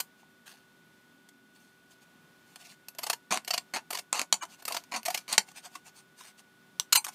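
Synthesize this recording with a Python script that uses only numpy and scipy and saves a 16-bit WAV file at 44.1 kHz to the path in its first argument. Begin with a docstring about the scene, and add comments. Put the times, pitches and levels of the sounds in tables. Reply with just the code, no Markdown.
"""Scissors through thin plastic

Close up, over a workbench in a small room, scissors cut a strip off a plastic sheet. Each closing stroke
crunches through it; then the open blades are pushed up the slit in sticky, squeaky slips. The strip snaps
free and a last piece is snipped off. Fingers shift the sheet; a fan and a faint whine sit underneath."""
import sys
import numpy as np
from scipy import signal
from scipy.fft import rfft, irfft, next_fast_len
from scipy.io import wavfile
from scipy.ndimage import map_coordinates

SR = 44100
rng = np.random.default_rng(int(sys.argv[2]) if len(sys.argv) > 2 else 0)


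def persist_wave(psi):
    """Save psi, clipped to +-1, as 16-bit WAV."""
    counts = np.round(np.clip(psi, -1, 1) * 32767).astype(np.int16)
    wavfile.write(sys.argv[1], SR, np.atleast_2d(counts).T)


N = 315030
STROKE_ATTACK_S = 0.0035

# Cue levels are relative: each layer adds its own trim.
# closing strokes: t/s, length/s, sheet body/dB, cutting edge/dB, growth over the stroke/dB, jolt/dB
STROKES = [(3.306, 0.064, -33.5, -30, -5, -34), (3.736, 0.036, -31.5, -31, -5.5, -45),
           (4.126, 0.093, -42.5, -35, -2, -58), (4.914, 0.056, -37.5, -36, 8, -60),
           (5.277, 0.068, -42, -36, 11, -53)]
# pushes up the slit: t/s, length/s, rub/dB, treble/dB, sheet f/Hz, squeak f/Hz, squeak window/s
PUSHES = [(2.884, 0.23, -51.5, 1.5, 860, 11800, 0.17), (3.445, 0.13, -50, -5.5, 770, 12500, 0.035),
          (3.899, 0.072, -49.5, 1.5, 880, 13000, 0.015), (4.623, 0.15, -44.5, 0.5, 994, 12300, 0.04),
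          (5.021, 0.17, -49.5, -1, 750, 13200, 0.015)]
# the slit's edges slip along the blades: t/s, level/dB, length/s, bass/dB
SLIPS = [(2.8842, -42, 0.0038, -7), (2.9495, -56, 0.0017, 9), (2.9853, -35.5, .008, -3),
         (3.032, -32, 0.011, -1), (3.0655, -33, 0.0089, -0.5), (3.0983, -24, 0.0074, -3.5),
         (3.13, -30.5, 0.0067, -3.5), (3.4476, -47.5, 0.0019, -15), (3.477, -33.5, 0.0059, -4.5),
         (3.506, -25, 0.0052, -5), (3.535, -25, 0.011, -6.5), (3.5778, -28, 0.0046, -9.5),
         (3.905, -33, 0.0067, 3), (3.9277, -34, 0.0078, 0.5), (3.9474, -32, 0.0087, -4.5),
         (3.973, -37, 0.0043, -8), (3.9866, -35, 0.0091, -9), (4.6225, -50, 0.0052, 9),
         (4.6525, -36, .004, -9), (4.679, -30.5, 0.0077, -1.5), (4.7053, -36.5, 0.0092, 12),
         (4.722, -33, 0.0064, 0.5), (4.7447, -32.5, 0.0085, 1), (4.7669, -30.5, 0.0052, -4),
         (4.8385, -53.5, 0.0014, -10), (5.0313, -48.5, .001, -12), (5.0528, -28.5, 0.014, -3.5),
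         (5.0796, -26, 0.0073, 7.5), (5.102, -32, 0.0074, 0), (5.1442, -27, 0.009, -5.5),
         (5.1744, -33.5, 0.0047, -13)]
# the blades break through or shut: t/s, level/dB, length/s, bass/dB, treble/dB, sheet f/Hz
SNAPS = [(4.3257, -17, 0.0033, -1, -1, 840), (4.3413, -31, 0.00074, 0.5, 3, 1320),
         (5.326, -25, 0.006, -8, 10.5, 710), (5.3795, -14.0, 0.0037, -1, -2.5, 1122)]
# resonances of sheet and blades: f/Hz, width/Hz, level/dB
BODY_MODES = [(735, 29, 5), (1086, 150, -10), (2153, 65, -29), (2400, 100, -11), (2720, 170, -5),
              (4260, 38, -9), (4490, 210, 2.5), (6390, 550, -5), (8790, 160, 4), (11800, 33, -15),
              (12330, 120, -16.5)]


def cutting(body_db=-3, edge_db=-3.5, ring_db=-6, crack_db=1, crack_bass_db=-11):
    """The closing blades crush the plastic finely; now and then a crack runs ahead."""
    cracks = [(3.3239, -28.5), (3.3436, -35), (3.3741, -31.5), (4.129, -25.5), (4.1591, -39), (4.1949, -29),
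              (4.216, -32), (4.965, -40.5)]  # the loudest fractures: t/s, level/dB
    crunch_eq = [(47, -49), (80, -38.5), (227, -4), (386, -8.5), (1070, 3), (1560, -5), (2380, -3.5),
                 (3540, -11.5), (4420, -6), (5170, -12), (6310, -7.5), (11700, -19.5), (15000, -31),
                 (16000, -41)]  # colour of crushed plastic: f/Hz, level/dB
    crunch, body_gain, edge_gain = friction(rate=3000), np.zeros(N), np.zeros(N)
    for start, length, sheet_db, blade_db, growth_db, _ in STROKES:
        pressure = gesture(start, length, STROKE_ATTACK_S, fall_db_per_s=804, growth_db=growth_db)
        body_gain += amp(sheet_db) * pressure
        edge_gain += amp(blade_db) * pressure
    lows = lambda hz: 1 / (1 + (hz / 2000) ** 2)
    track = amp(body_db) * radiate(body_gain * crunch, crunch_eq, ring_db, lows)
    track -= amp(edge_db) * radiate(edge_gain * crunch, crunch_eq, ring_db, lambda hz: 1 - lows(hz))
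    t = np.arange(SR // 20) / SR
    brighter = lambda hz: amp(along(crunch_eq, hz) + crack_bass_db * lows(hz))
    for start, db in cracks:
        tear = flutter(t, t60=0.003, tail_db=3)
        crack = signal.fftconvolve(tear, flutter(t, t60=0.012, tail_db=-3.5))[:len(t)]
        add(track, start, colour(crack, brighter), db + crack_db)
    return track


def snapping():
    """The last of the plastic gives way at once and the blades clack together."""
    snap_eq = [(47, -67.5), (80, -41.5), (232, -23), (538, -18), (839, 0), (1220, -15.5), (2130, -8.5),
               (3540, -10), (4420, -4.5), (5050, -10), (7360, -5.5), (13100, -22), (16000, -30)]  # colour of the clack: f/Hz, level/dB
    snap_modes = [(850, 39, -4.5), (2120, 81, -12.5), (2920, 84, -8.5), (4483, 290, 9.5), (5820, 150, 0),
                  (6160, 110, -9), (6460, 77, -6.5), (7200, 270, -10), (8320, 58, -11.5)]  # its resonances: f/Hz, width/Hz, level/dB
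    return bursts(SNAPS, snap_eq, snap_modes, ring_db=-1.5, tick_db=-18, rate=6000,
                  tail_t60=0.044, tail_db=-5.5, gain_db=-0.5, drift=0.005)


def snipping():
    """The blades cut across the strip's end in short, bright bites."""
    snips = [(0.0012, -27.5, 0.0073, 10.5, 6.5, 960), (6.798, -23.5, 0.00097, -5, -8.5, 1000),
             (6.9245, -14, 0.0095, -2.5, -2, 1306), (6.9519, -14.5, 0.014, 7.5, 6, 1060)]  # bites: t/s, level/dB, length/s, bass/dB, treble/dB, sheet f/Hz
    snip_eq = [(47, -64), (80, -39.5), (441, -25), (1140, -10.5), (2270, -8), (2780, -6), (3700, -7),
               (4140, 1.5), (5400, -9.5), (6310, -2.5), (8600, -5), (9190, -12), (14600, -11), (16000, -26)]  # their colour: f/Hz, level/dB
    snip_modes = [(2980, 96, 6), (4240, 79, -12), (5900, 160, -2), (8300, 340, -7), (10100, 130, -14),
                  (11600, 190, 0), (12400, 110, -9)]  # their resonances: f/Hz, width/Hz, level/dB
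    return bursts(snips, snip_eq, snip_modes, ring_db=-1, tick_db=-16, rate=4500,
                  tail_t60=0.034, tail_db=-6.5, gain_db=-1.5, drift=0.035)


def advancing(wedged_s=0.11, dulling_db=7, sheet_scatter=0.072):
    """The open blades stick and slip up the slit; the slips turn duller as the sheet grips them."""
    scrape_eq = [(47, -61), (80, -42), (163, -22), (515, -8.5), (702, -2), (802, -8.5), (980, -2),
                 (1530, -6.5), (2780, -5), (3540, -9.5), (4520, -5), (4940, -6), (14600, -14), (16000, -32)]  # colour of plastic on steel: f/Hz, level/dB
    rub = np.zeros(N)
    for start, length, rub_db, *_ in PUSHES:
        wedged = min(length, wedged_s)  # the blades rub only at the end of a push, once wedged in
        pressure = gesture(start + length - wedged, wedged, attack_s=0.019, fall_db_per_s=502, growth_db=3)
        rub += amp(rub_db) * pressure
    slips = []
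    for (at, db, length, bass_db), bend in zip(SLIPS, rng.standard_normal(len(SLIPS))):
        start, push_length, _, treble_db, sheet_hz, *_ = push_at(at)
        depth = np.clip((at - start) / push_length, 0, 1) - 0.5
        bent_hz = sheet_hz * np.exp(sheet_scatter * bend)
        slips.append((at, db, length, bass_db, treble_db - dulling_db * depth, bent_hz))
    ticks = bursts(slips, scrape_eq, BODY_MODES, ring_db=-5, tick_db=-13.5, rate=3200,
                   tail_t60=0.035, tail_db=-3.5, gain_db=0, drift=0.016)
    return ticks + radiate(rub * friction(rate=4200), scrape_eq, ring_db=-3.5)


def squeaks(t60=0.07, width_hz=600, gain_db=-10):
    """Steel rubbing on steel gives the first slips of each push a very high, rough ring."""
    track, t = np.zeros(N), np.arange(SR // 8) / SR
    for at, db, *_ in SLIPS:
        start, *_, squeak_hz, window = push_at(at)
        if at < start + window:
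            rub = rng.standard_normal(len(t)) * amp(-60 * t / t60)
            squeak = colour(rub, lambda hz: resonances([(squeak_hz, width_hz, 0)], hz))
            add(track, at, squeak, db + gain_db)
    return track


def jolts(thump_hz=200, t60=0.07, attack_s=0.0036, stroke_db=-8, snap_db=-32):
    """A soft, low knock in the hands as the blades bite and as they break through."""
    track, t = np.zeros(N), np.arange(SR // 5) / SR
    bites = [(start + STROKE_ATTACK_S, db + stroke_db) for start, *_, db in STROKES]
    breaks = [(start, db + snap_db) for start, db, *_ in SNAPS]
    for start, db in bites + breaks:
        hz = thump_hz * np.exp(0.07 * rng.standard_normal())
        knock = np.sin(2 * np.pi * hz * t) * amp(-60 * t / t60)
        add(track, start, knock * (1 - np.exp(-t / attack_s)), db)
    return track


def zings(jitter=0.55):
    """Three brief, rough, pitched zings swell and die."""
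    envelopes = [(4.34, -36, .003, .044), (4.426, -37, .018, .02), (6.977, -21.5, .012, .027)]  # one a zing: crest t/s, level/dB, rise/s, fall/s
    partial_sets = [
        [(2500, 260, 1), (5600, 62, -1), (6100, 29.8, 0), (6590, 24, -1), (7100, 31, 12), (950, 160, -1),
         (10860, 28, -0.5)],
        [(966, 320, -0.5), (1465, 258, 0.5), (2360, 125, -4), (2960, 110, -3), (6500, 230, 0), (8350, 140, -12)],
        [(897, 190, -7.5), (2445, 307, -8.5), (4140, 88, -6.5), (4670, 72, -8.5), (6180, 110, -7),
         (7340, 81, -8), (8360, 370, -2), (9320, 120, -4)],
    ]  # one set a zing: f/Hz, width/Hz, level/dB
    t, track = np.arange(N) / SR, np.zeros(N)
    for (crest, level_db, rise, fall), partials in zip(envelopes, partial_sets):
        attack = np.clip(1 + (t - crest) / rise, 0, 1)
        release = np.clip(1 - (t - crest) / fall, 0, 1) ** 2
        zing = np.zeros(N)
        for hz, width, db in partials:
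            unsteady_hz = hz + jitter * width * wobble(400)
            zing += amp(db) * np.sin(2 * np.pi * np.cumsum(unsteady_hz) / SR)
        track += amp(level_db) * attack * release * unit(zing)
    return track


def brushing(level_db=-50.5):
    """The sheet brushes the bench once."""
    brush_eq = [(240, -40), (400, -27), (900, -2.5), (1390, -9), (1590, -1), (2220, -15), (2580, -6.5),
                (10300, -14.5), (15000, -19)]  # colour of plastic on the bench: f/Hz, level/dB
    sweep = gesture(start=0.4565, length=0.036, attack_s=0.009, fall_db_per_s=184)
    return amp(level_db) * radiate(sweep * friction(rate=1700), brush_eq, ring_db=-1)


def sliding(hiss_db=-70, hiss_knee_db=-62):
    """The sheet rustles under the fingers; even the lightest slide hisses."""
    slides = [(0.202, 0.053, -66.5), (1.56, 0.021, -65), (1.624, 0.21, -67.5), (1.923, 0.037, -60),
              (2.028, 0.034, -63), (2.51, 0.11, -64), (2.614, 0.043, -54), (2.658, 0.035, -51),
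              (2.708, 0.068, -53.5), (4.525, 0.065, -53.5), (4.599, 0.027, -55), (5.495, 0.056, -58),
              (5.577, 0.047, -47.5), (5.656, 0.041, -45), (5.748, 0.081, -57), (5.874, 0.045, -51),
              (5.98, 0.063, -53.5), (6.2, 0.046, -51.5), (6.264, 0.086, -51.5), (6.394, 0.034, -56),
              (7.133, 0.028, -55)]  # finger moves: middle t/s, length/s, level/dB
    rustle_eq = [(200, -39), (500, -8), (800, 1.5), (1500, 0), (2700, 1), (4500, -1), (8000, -1),
                 (12000, -8.5), (16000, -17)]  # colour of the rustle: f/Hz, level/dB
    hiss_eq = [(2000, -27), (7000, -10), (13000, -3), (16000, -3)]  # f/Hz, level/dB
    motion = sum(amp(db) * hump(middle, length, edge_db=10.5) for middle, length, db in slides)
    rustle = radiate(motion * friction(rate=5100), rustle_eq, ring_db=-3)
    contact = np.tanh(motion / amp(hiss_knee_db))  # the hiss levels off on firmer slides
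    return rustle + amp(hiss_db) * radiate(contact * friction(rate=4600), hiss_eq, ring_db=-12)


def tapping():
    """Sheet and scissors knock lightly in the hands."""
    taps = [(0.231, -57.5, 0.0017, -16, 700), (1.2886, -54, 0.0034, 7, 730),
            (2.5587, -44.5, 0.0019, 2, 700), (4.424, -32.5, .014, -4, 865), (4.452, -47.5, 0.0028, 2, 1180),
            (5.4836, -49, 0.0061, -1, 716), (5.515, -53, 0.0043, 3, 790), (5.7525, -37.5, 0.0071, 0, 1174),
            (6.208, -47, 0.0036, -2.5, 1010), (7.0442, -31, 0.0075, 8, 1340),
            (7.0668, -36, 0.00091, -3.5, 1260), (7.0807, -35, .012, 2.5, 1370)]  # knocks: t/s, level/dB, length/s, brightness/dB, sheet f/Hz
    tap_eq = [(180, -45), (300, -10), (565, -12.5), (842, 0), (2070, -6.5), (2280, -5.5), (5250, -9.5),
              (6410, -5.5), (14500, -18), (16000, -40.5)]  # their colour: f/Hz, level/dB
    events = [(at, db, length, -bright_db, bright_db, hz) for at, db, length, bright_db, hz in taps]
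    return bursts(events, tap_eq, BODY_MODES, ring_db=-5, tick_db=-9.5, rate=2000,
                  tail_t60=0.042, tail_db=-1, gain_db=-2, drift=0.04)


def room(x, build_s=0.0023):
    """Short reflections off bench and walls; a fresh tail every 0.2 s stands for the moving hands."""
    decay_times = [(200, 0.15), (600, .15), (1500, 0.11), (4000, 0.087), (12000, 0.12)]  # room decay: f/Hz, t60/s
    wet, hop = np.zeros(N + SR), SR // 5
    for start in range(0, N, hop):
        hz, t, noise = signal.stft(rng.standard_normal(SR // 4), SR, nperseg=128)
        decay = amp(-60 * t / along(decay_times, hz)[:, None])
        tail = signal.istft(noise * decay, SR, nperseg=128)[1]
        tail *= 1 - np.exp(-np.arange(len(tail)) / SR / build_s)
        answer = signal.fftconvolve(x[start:start + hop], tail / np.linalg.norm(tail))
        wet[start:start + len(answer)] += answer
    return wet[:N]


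def fan(air_db=-64, swell_db=-66.5, swell_hz=251, swell_width_hz=110):
    """A soft, wavering bed of fan noise and hiss that swells once in the bass."""
    air_eq = [(25, -40.5), (60, -15), (100, -9.5), (160, 3.5), (260, 3), (330, -2), (450, -7.5),
              (1100, -8.5), (2000, -10.5), (3500, -13.5), (6000, -19), (15000, -23), (16000, -25)]  # colour of the moving air: f/Hz, level/dB
    air = unit(colour(rng.standard_normal(N), lambda hz: amp(along(air_eq, hz))))
    air *= amp(air_db + 0.77 * wobble(3))
    bass_band = lambda hz: resonances([(swell_hz, swell_width_hz, 0)], hz) ** 2
    bass = unit(colour(rng.standard_normal(N), bass_band))
    return air + amp(swell_db) * hump(middle=1.38, length=0.48, edge_db=6) * bass


def whine():
    """Equipment hums and whines thinly, its tones drifting very slightly together."""
    tones = [(183.0, -84), (242.2, -86.5), (382.2, -76), (1152, -83.5), (1470, -67), (3182, -86.5),
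             (3553, -81.5), (4226, -89.5)]  # steady tones: f/Hz, rms level/dB
    clock = np.cumsum(1 + 0.0002 * wobble(3)) / SR
    return np.sqrt(2) * sum(amp(db) * np.sin(2 * np.pi * hz * clock) for hz, db in tones)


def bursts(events, eq, modes, ring_db, tick_db, rate, tail_t60, tail_db, gain_db, drift):
    """Each event is a first tick and a short run of micro-slips, ringing in sheet and blades."""
    track, t = np.zeros(N), np.arange(SR // 8) / SR
    for start, db, length, bass_db, treble_db, sheet_hz in events:
        envelope = np.minimum(4 * t / length, 1) / (1 + (t / length) ** 6)
        run = grains(len(t), rate, spread_db=4.5) * envelope
        force = run / (np.linalg.norm(run) + 1e-9) + amp(tick_db) * (t == 0)
        waves = signal.fftconvolve(force, flutter(t, tail_t60, tail_db))[:len(t)]
        detune = np.exp(drift * rng.standard_normal())  # the resonances move with the contact point
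        sheet_mode = [(sheet_hz, 220, 1)]  # f/Hz, width/Hz, level/dB
        shelves = lambda hz: bass_db / (1 + (hz / 1500) ** 4) + treble_db / (1 + (8000 / (hz + 1)) ** 6)
        ring = lambda hz: amp(ring_db) * resonances(modes, hz * detune) + resonances(sheet_mode, hz)
        burst = colour(waves, lambda hz: amp(along(eq, hz) + shelves(hz)) * (1 + ring(hz)))
        add(track, start, burst, db + gain_db)
    return track


def friction(rate):
    """An unbroken stream of grains, rms 1; their echoes in the sheet change as it bends."""
    ticks, sheet = grains(N, rate, spread_db=5), np.zeros(N + SR)
    t, hop = np.arange(SR // 30) / SR, SR // 25
    for start in range(0, N, hop):
        piece = signal.fftconvolve(ticks[start:start + hop], flutter(t, t60=0.013, tail_db=-4.5))
        sheet[start:start + len(piece)] += piece
    return unit(sheet[:N])


def grains(count, rate, spread_db):
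    """Random tiny impulses of log-normal size, rate a second."""
    chance, size = rng.random(count), rng.standard_normal(count)
    return (chance < rate / SR) * rng.choice([-1, 1], count) * amp(spread_db * np.clip(size, -2, 2))


def flutter(t, t60, tail_db):
    """An impulse and the dense, quickly dying waves that it sends through the sheet."""
    tail = rng.standard_normal(len(t)) * amp(-60 * t / t60)
    return (t == 0) + amp(tail_db) * tail / np.linalg.norm(tail)


def radiate(force, eq, ring_db, band=lambda hz: 1):
    """Sheet and blades colour a force and keep its level."""
    body = lambda hz: 1 + amp(ring_db) * resonances(BODY_MODES, hz)
    return colour(force, lambda hz: unit(band(hz) * amp(along(eq, hz)) * body(hz)))


def resonances(modes, hz, narrowest_hz=100):
    """Summed gain of (f/Hz, width/Hz, level/dB) peaks; damping by the fingers sets a minimum width."""
    return sum(amp(db) / (1 + (2 * (hz - centre) / max(width, narrowest_hz)) ** 2)
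               for centre, width, db in modes)


def colour(x, gain):
    """Minimum-phase EQ with the given gain over frequency."""
    size = 2 * next_fast_len(len(x))
    response = np.maximum(gain(np.fft.rfftfreq(size, 1 / SR)), 1e-6)
    cepstrum = irfft(np.log(response))
    cepstrum[1:size // 2] *= 2
    cepstrum[size // 2 + 1:] = 0
    return irfft(rfft(x, size) * np.exp(rfft(cepstrum)))[:len(x)]


def gesture(start, length, attack_s, fall_db_per_s, growth_db=0):
    """Envelope: attack, a hold that ramps steadily in dB, release."""
    t = np.arange(N) / SR - start
    held = np.clip(t / length, 0, 1) - 0.5
    return np.clip(t / attack_s, 0, 1) * amp(growth_db * held - fall_db_per_s * np.maximum(t - length, 0))


def hump(middle, length, edge_db):
    """Envelope: a smooth swell and fade, edge_db down at both ends."""
    away = 2 * (np.arange(N) / SR - middle) / length
    return amp(-np.minimum(edge_db * away ** 2, 200))


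def push_at(at):
    """The push whose middle is nearest to a moment."""
    return min(PUSHES, key=lambda push: abs(at - push[0] - push[1] / 2))


def add(track, start, sound, db):
    """Mix in a sound whose energy equals 10 ms at the given level."""
    part = track[max(round(start * SR), 0):][:len(sound)]
    part += (amp(db) * np.sqrt(SR / 100) * sound / np.linalg.norm(sound))[:len(part)]


def wobble(rate):
    """A smooth random curve, rate knots a second."""
    return map_coordinates(rng.standard_normal(int(N * rate / SR) + 4), [np.arange(N) * rate / SR])


def along(points, hz):
    """Read (f/Hz, value) points on a log frequency axis."""
    freqs, values = np.transpose(points)
    return np.interp(np.log(hz + 1), np.log(freqs + 1), values)


def amp(db):
    """Decibels to gain."""
    return 10 ** (np.asarray(db) / 20)


def unit(x):
    """Scale to rms 1."""
    return x / np.sqrt(np.mean(x ** 2) + 1e-20)


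def scene(room_db=-13):
    """Scissors, zings and handling with a touch of room, over fan and whine, in mono."""
    scissors = cutting() + advancing() + squeaks() + snapping() + snipping() + jolts()
    foreground = scissors + zings() + brushing() + sliding() + tapping()
    return (foreground + amp(room_db) * room(foreground) + fan() + whine())[None]


def record(dry, top_hz=15900, taper_hz=700):
    """The microphone keeps nothing above its band limit."""
    size = next_fast_len(N + SR // 2)
    passed = np.clip((top_hz - np.fft.rfftfreq(size, 1 / SR)) / taper_hz, 0, 1)
    return irfft(rfft(dry, size) * np.sin(np.pi / 2 * passed) ** 2, size)[:, :N]


dry = scene()
out = record(dry)
persist_wave(out)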